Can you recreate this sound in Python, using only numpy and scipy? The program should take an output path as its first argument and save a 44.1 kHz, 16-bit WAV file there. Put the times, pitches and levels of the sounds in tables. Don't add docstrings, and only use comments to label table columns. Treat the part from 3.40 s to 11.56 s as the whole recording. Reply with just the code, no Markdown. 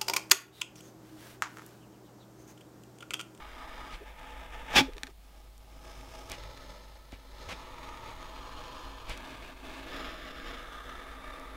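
import sys
import numpy as np
from scipy import signal
from scipy.fft import rfft, irfft
from scipy.io import wavfile

SR = 44100
rng = np.random.default_rng(int(sys.argv[2]) if len(sys.argv) > 2 else 0)


def master_out(mix):
    frames = np.transpose(np.atleast_2d(mix))
    ceiling = np.clip(frames, -1, 1)
    pcm = np.round(ceiling * 32767).astype(np.int16)
    wavfile.write(sys.argv[1], SR, pcm)


N = 359856
TIME = np.arange(N) / SR

# pitch_hz, width_hz, boost_db
BLOCK_RESONANCES = [(268, 14.6, 14), (345, 95, 11.5), (492.4, 108, 9.5), (631, 192, 10), (860, 101, 10),
                    (980, 63, 5), (1232, 180, 11.5), (1625, 64, 6), (1757, 58, 8), (2240, 210, 3),
                    (3570, 400, 4)]
# (pitch_hz, width_hz, boost_db)
BLADE_SPOTS = [(0, .53, 1, -5, [(357, 150, -7), (655, 58, -4), (860, 56, 7), (2620, 160, -7),
               (3340, 120, -2), (4451, 340, -12), (4878, 450, 6.5)]),
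               (.605, 1.49, .95, -4.5, [(342, 150, -8), (890, 110, 4.5), (1110, 54, -11), (1370, 420, -3.5),
               (2500, 720, 1), (4100, 260, -12), (4640, 600, -6.5)]),
               (1.8, 2.88, 0.023, -5, [(304, 98, -3.5), (656, 53, 3), (835, 75, 6.5), (1351, 2300, -9.5),
               (1790, 100, -5), (4450, 1600, -6.5), (5180, 880, 8), (6400, 730, 3), (9500, 2800, 1)]),
               (3, 4.05, 0.071, -4.5, [(308, 160, -7.5), (750, 57, -18), (1150, 180, -8), (1610, 340, -7),
               (2540, 420, -6), (4150, 640, 6.5), (5148, 370, 8.5), (6471, 580, 7)]),
               (4.25, 4.747, .2, -5.5, [(1000, 180, 8), (1340, 410, 3.5), (1581, 350, -7.5), (1926, 310, 4),
               (3950, 700, 2.5), (6650, 380, 8), (7076, 270, -4)]),
               (5.05, 5.65, 0.37, -5.5, [(1024, 170, 9), (2060, 320, -7.5), (3120, 330, 7),
               (4240, 200, 8.5), (4900, 170, 6), (5670, 160, 5), (6650, 260, 9.5)]),
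               (5.78, 6.38, 0.35, -4.5, [(350, 110, 2.5), (493, 81, -8.5), (860, 70, -2), (1290, 94, -11.5),
               (1540, 59, 3), (1916, 170, -7), (2610, 230, 3.5), (5300, 380, -4)]),
               (6.6, 7.078, 1, -2.5, [(930, 140, -12.5), (2420, 290, -4.5), (3400, 230, 2), (4450, 220, -7),
               (5200, 600, 4.5), (6000, 350, -4), (7100, 350, 6), (8400, 1800, -8)]),
               (7.302, 7.49, .75, -5, [(326, 120, -1), (940, 240, -4), (1450, 850, 7), (2494, 200, -9),
               (3500, 430, 5.5), (4600, 240, -7), (6200, 260, 7), (10500, 3400, 5.5)]),
               (7.848, 8.2, 0.87, -5.5, [(266, 30, 9), (617, 250, 5), (1180, 110, 7), (1920, 1500, 4.7),
               (3269, 1400, -6), (3600, 440, 8.5), (10734, 1500, 10)])]
# pitch_hz, relative_db
JERKING = [(88, -22), (150, 0.5), (229, -10), (515, -8), (1200, -7.5), (1700, -9.5), (2310, -2), (3540, -8),
           (4210, -11), (4540, -12.5), (15000, -31.5)]
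# pitch_hz, relative_db
RUNNING_OUT = [(88, -39), (150, -9.5), (324, -9.5), (612, -14.5), (866, -2), (1030, -10), (1270, -9.5),
               (2230, -5.5), (2400, -1), (2970, -6), (3400, -2), (4210, -11.5), (5510, -10.5),
               (8920, -25.5), (15000, -26)]


def gain_of(db):
    return 10 ** (np.asarray(db) / 20)


def unit_level(x):
    return x / np.sqrt(np.mean(x ** 2) + 1e-20)


def curve_db(points, hz):
    pitches, levels = np.transpose(points)
    return np.interp(np.log(hz + 1), np.log(pitches), levels)


def peaks_db(rows, hz):
    return sum(db / (1 + (2 * (hz - pitch) / width) ** 2) for pitch, width, db in rows)


def shape_tone(x, db_of):
    hz = abs(np.fft.fftfreq(8192, 1 / SR))
    log_gain = np.log(np.maximum(gain_of(db_of(hz)), 1e-5))
    response = np.exp(np.conj(signal.hilbert(log_gain)))
    taps = np.fft.ifft(response).real[:4096]
    return unit_level(signal.oaconvolve(x, taps)[:N])


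def band(x, hz, kind, order=4):
    return signal.sosfilt(signal.butter(order, hz, kind, fs=SR, output="sos"), x)


def wander(rate_hz):
    rolloff = 1 + (np.fft.rfftfreq(N, 1 / SR) / rate_hz) ** 4
    return unit_level(irfft(rfft(rng.standard_normal(N)) / rolloff, N))


def add(mix, start_s, sound):
    part = mix[round(start_s * SR):][:len(sound)]
    part += sound[:len(part)]


def background(hiss_db=-60.5, hum_boost_db=1.0, waver_db=0.5):
    # pitch_hz, relative_db
    hiss_tone = [(41, -10.5), (70, -14.5), (115, -17.5), (551, -31), (757, -24), (1190, -34.5), (4240, -33),
                 (5700, -41), (6670, -39), (15800, -39.5)]
    # pitch_hz, level_db before the boost
    hum_notes = [(50, -54.5)]
    hiss = shape_tone(rng.standard_normal(N), lambda hz: curve_db(hiss_tone, hz))
    wobbly_time = TIME + 0.0013 * wander(2.5)
    hum = sum(gain_of(db) * np.sqrt(2) * np.sin(2 * np.pi * hz * wobbly_time) for hz, db in hum_notes)
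    return gain_of(hiss_db) * hiss + gain_of(hum_boost_db + waver_db * wander(13.0)) * hum


def room_echo(x, fade_s=0.15, dull_hz=6000):
    t = np.arange(SR // 2) / SR
    echoes = rng.standard_normal(len(t)) * (rng.random(len(t)) < .1) * (t > .004)
    tail = band(echoes * np.exp(-np.log(1000) * t / fade_s), dull_hz, "low", order=1)
    return signal.oaconvolve(x, tail / np.linalg.norm(tail))[:N]


def along_cut(values):
    times = np.ravel([spot[:2] for spot in BLADE_SPOTS])
    return np.interp(TIME, times, np.repeat(values, 2))


def hand_push(unsteady_db=0.86, unsteady_hz=7.6):
    # time_s, level_db
    strokes = [
        [(0.0, -48), (0.21, -50), (0.45, -47), (0.6, -57), (0.71, -54.5), (0.77, -57)],
        [(0.8, -50.5), (1.1, -52.5), (1.14, -47), (1.26, -50.5), (1.35, -34.5), (1.5, -60.5), (1.7, -58.5),
         (1.74, -79)],
        [(1.78, -74), (1.85, -64), (1.97, -62.1), (2.14, -67.5), (2.51, -53), (2.65, -55.5), (2.82, -52),
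         (3.19, -52.5), (3.68, -62.6)],
        [(3.8, -60), (3.91, -59), (4.01, -51.5), (4.33, -52), (4.45, -48), (4.52, -49.5), (5.12, -49),
         (5.17, -47.5), (5.57, -49.5), (6.09, -50), (6.15, -57)],
        [(6.19, -54.5), (6.24, -49), (6.48, -47), (6.66, -43), (6.72, -48), (7.03, -49.5), (7.08, -45),
         (7.29, -50), (7.6, -48), (8.16, -49.5)],
    ]
    times, levels = np.concatenate(strokes).T
    return gain_of(np.interp(TIME, times, levels) + unsteady_db * wander(unsteady_hz))


def table_shake(sway_db=-2.0, far_db=-8, corner_db=-30, uneven_db=2.5):
    # pitch_hz, relative_db
    sway_tone = [(14, -3.5), (24, -9), (32, 3.5), (42, -14.5), (50, -0.5), (62, -9), (120, -38), (300, -73)]
    shake = unit_level(band(rng.standard_normal(N), hz=[80, 135], kind="band", order=2))
    sway = shape_tone(rng.standard_normal(N), lambda hz: curve_db(sway_tone, hz))
    position = along_cut([spot[2] for spot in BLADE_SPOTS])
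    shake_db = far_db + position * (corner_db - far_db) + uneven_db * wander(4.7)
    return hand_push() * (gain_of(shake_db) * shake + gain_of(sway_db) * sway)


def table_thuds():
    # middle_s, level_db, pitch_hz, half_length_s
    thuds = [(0.521, -59, 95, .03), (0.55, -36, 38.5, 0.016), (0.623, -44, 414, 0.015),
             (1.384, -37, 45, 0.015), (1.394, -44, 101, 0.025), (1.408, -34.5, 151, 0.017),
             (1.48, -43, 45, 0.018), (1.491, -39, 418, 0.01), (1.533, -39, 29.3, 0.022),
             (1.57, -46.5, 423, 0.014), (1.692, -48, 382, 0.0066), (2.902, -47, 99, 0.012),
             (2.924, -40, 40, 0.014), (3.059, -54.5, 101, .05), (3.739, -41, 65, 0.0087),
             (4.09, -42, 94, 0.015), (5.7, -49, 99, 0.032), (5.711, -36, 35.4, 0.015)]
    out = np.zeros(N)
    for middle_s, db, hz, half_length_s in thuds:
        t = TIME - middle_s
        cycles = hz * t + 0.12 * wander(hz / 3)
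        out += gain_of(db) * np.exp(-(t / half_length_s) ** 2) * np.sin(2 * np.pi * cycles)
    return out


def struck(notes, ring_factor, tilt_db=0):
    t = np.arange(SR // 3) / SR
    sound = np.zeros(len(t))
    for k, (hz, db, fade_s) in enumerate(notes):
        gain = gain_of(db + tilt_db * np.log2(hz / notes[0][0]))
        fade = np.exp(-np.log(1000) * t / (fade_s * ring_factor))
        sound += (-1) ** k * gain * np.sin(2 * np.pi * hz * t) * fade
    return sound / abs(sound).max()


def block_knocks():
    # start_s, peak_db, ring_factor
    knocks = [(1.4077, -18.5, 0.91), (1.634, -43, 0.91), (3.728, -35.5, 0.16)]
    # pitch_hz, relative_db, fade_s
    table_notes = [(268.6, 2, 0.17), (350, -11, 0.095), (562, -15, 0.18), (850, -2, 0.061)]
    out = np.zeros(N)
    for start_s, db, ring_factor in knocks:
        add(out, start_s, gain_of(db) * struck(table_notes, ring_factor))
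    return out


def tool_clicks(crack_db=-11, crack_s=0.0037):
    # start_s, level_db, tilt_db (per octave; higher is brighter), ring_factor
    clicks = [(.795, -46, 7, 1), (1.5345, -39, 1.5, 1), (1.5678, -39, 1, 1.1), (1.5812, -31.5, 0, 1.2),
              (1.6335, -19.5, 0.5, 1), (1.6693, -33, 0, 1.7), (1.6763, -41, -1, .6),
              (2.1795, -45, 12, 0.37), (2.8990, -31.5, 8, 0.26), (2.9179, -23, 5.5, 0.18),
              (3.0362, -37.5, 1.5, 1.3), (3.175, -37, 0, 1.3), (3.7212, -41, 5, 1.5), (5.6966, -34, 9, .2),
              (5.7758, -32.5, 3, 0.36), (7.998, -41, 7, .3)]
    # pitch_hz, relative_db, fade_s
    tool_notes = [(1770, -2.5, 0.011), (2440, -0.5, 0.0071), (3640, 4.5, 0.0038), (4540, 1.5, 0.0026),
                  (5160, -6, 0.0028), (5670, -8.5, 0.011), (6800, -10, 0.0085), (8650, -6.5, 0.0026),
                  (9500, -13.5, 0.003), (10600, -14, 0.0035), (13400, -20, 0.0026)]
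    # pitch_hz, relative_db
    crack_tone = [(200, -12), (1500, 5), (3500, -2), (7000, -17), (15000, -20)]
    t = np.arange(SR // 3) / SR
    out = np.zeros(N)
    for start_s, db, tilt_db, ring_factor in clicks:
        burst = rng.standard_normal(len(t)) * np.exp(-t / (crack_s * ring_factor))
        crack = shape_tone(
            burst, lambda hz: curve_db(crack_tone, hz) + tilt_db * np.log2(np.maximum(hz, 1000) / 1000)
        )[:len(t)]
        click = struck(tool_notes, ring_factor, tilt_db) + gain_of(crack_db) * crack / abs(crack).max()
        add(out, start_s, gain_of(db) * click)
    return out


def grains(per_second, spread_db):
    size = gain_of(spread_db * np.minimum(rng.exponential(1, N), 4.5))
    return unit_level(size * rng.choice([-1, 1], N) * (rng.random(N) < per_second / SR))


def with_bounces(x, bounce_db=-11, fade_s=0.11):
    delays_s = rng.uniform(.002, .018, 40)
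    strengths = rng.choice([-1, 1], len(delays_s)) * np.exp(-np.log(1000) * delays_s / fade_s)
    taps = np.zeros(SR // 20)
    taps[(delays_s * SR).astype(int)] = strengths
    return x + gain_of(bounce_db) * signal.oaconvolve(x, taps / np.linalg.norm(taps))[:N]


def blade_slips(block_share=0.34, top_hz=12000):
    # loudest_s, level_db, rise_s, fall_s, tone
    slips = [(.541, -46.5, 0.022, 0.016, JERKING), (1.352, -39, 0.018, 0.066, RUNNING_OUT),
             (1.369, -16, 0.0094, 0.012, RUNNING_OUT), (1.384, -17.5, 0.0035, 0.016, RUNNING_OUT),
             (2.92, -42.5, 0.011, 0.025, JERKING), (3.724, -52.5, 0.0034, 0.027, JERKING),
             (4.09, -41, 0.0019, 0.025, JERKING), (4.121, -40.5, 0.0084, 0.014, JERKING),
             (5.704, -41, 0.015, 0.03, JERKING)]
    out = np.zeros(N)
    for loudest_s, db, rise_s, fall_s, tone in slips:
        tearing = shape_tone(grains(per_second=24000, spread_db=1.6),
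                             lambda hz: curve_db(tone, hz) + block_share * peaks_db(BLOCK_RESONANCES, hz))
        width_s = np.where(TIME < loudest_s, rise_s, fall_s)
        swell = np.exp(-.5 * ((TIME - loudest_s) / width_s) ** 2)
        out += gain_of(db) * swell * tearing
    return band(with_bounces(out), top_hz, "low", order=1)


def through_block(x, position, spot_peaks, far_db=1, corner_db=-3, treble_hz=4170):
    # pitch_hz, relative_db
    cut_tone = [(220, 7), (500, 0.5), (1200, 6), (2500, -2.5), (3600, -7), (5000, -11), (7000, -17),
                (9000, -21), (15000, -28)]
    treble_db = far_db + position * (corner_db - far_db)

    def tone_db(hz):
        treble = treble_db * (1 - 1 / (1 + (hz / treble_hz) ** 10))
        peaks = peaks_db(BLOCK_RESONANCES, hz) + peaks_db(spot_peaks, hz)
        return curve_db(cut_tone, hz) + peaks + treble

    return band(with_bounces(shape_tone(x, tone_db)), 110, "high", order=2)


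def blade_scrape(split_hz=2200, body_stick_db=0.85, crisp_stick_db=1.5):
    tearing = grains(per_second=7000, spread_db=2.8)
    rubbing = unit_level(tearing + rng.standard_normal(N))
    stick_slip = wander(rate_hz=64)
    body, crisp = np.zeros(N), np.zeros(N)
    for k, (_, _, position, crisp_db, spot_peaks) in enumerate(BLADE_SPOTS):
        here = along_cut(np.arange(len(BLADE_SPOTS)) == k)
        lows = band(through_block(rubbing, position, spot_peaks), split_hz, "low")
        highs = band(through_block(tearing, position, spot_peaks), split_hz, "high")
        body += here * unit_level(lows)
        crisp += here * gain_of(crisp_db) * unit_level(highs)
    body *= gain_of(body_stick_db * stick_slip)
    crisp *= gain_of(crisp_stick_db * stick_slip)
    return hand_push() * (body + crisp)


def scene(echo_db=-22):
    carving = blade_scrape() + blade_slips() + tool_clicks() + block_knocks() + table_thuds()
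    return (carving + gain_of(echo_db) * room_echo(carving) + table_shake() + background())[None]


def record(dry):
    lowpass = signal.firwin(511, 15800, window=("kaiser", 9), fs=SR)
    return signal.oaconvolve(dry, lowpass[None], "same")


dry = scene()
out = record(dry)
master_out(out)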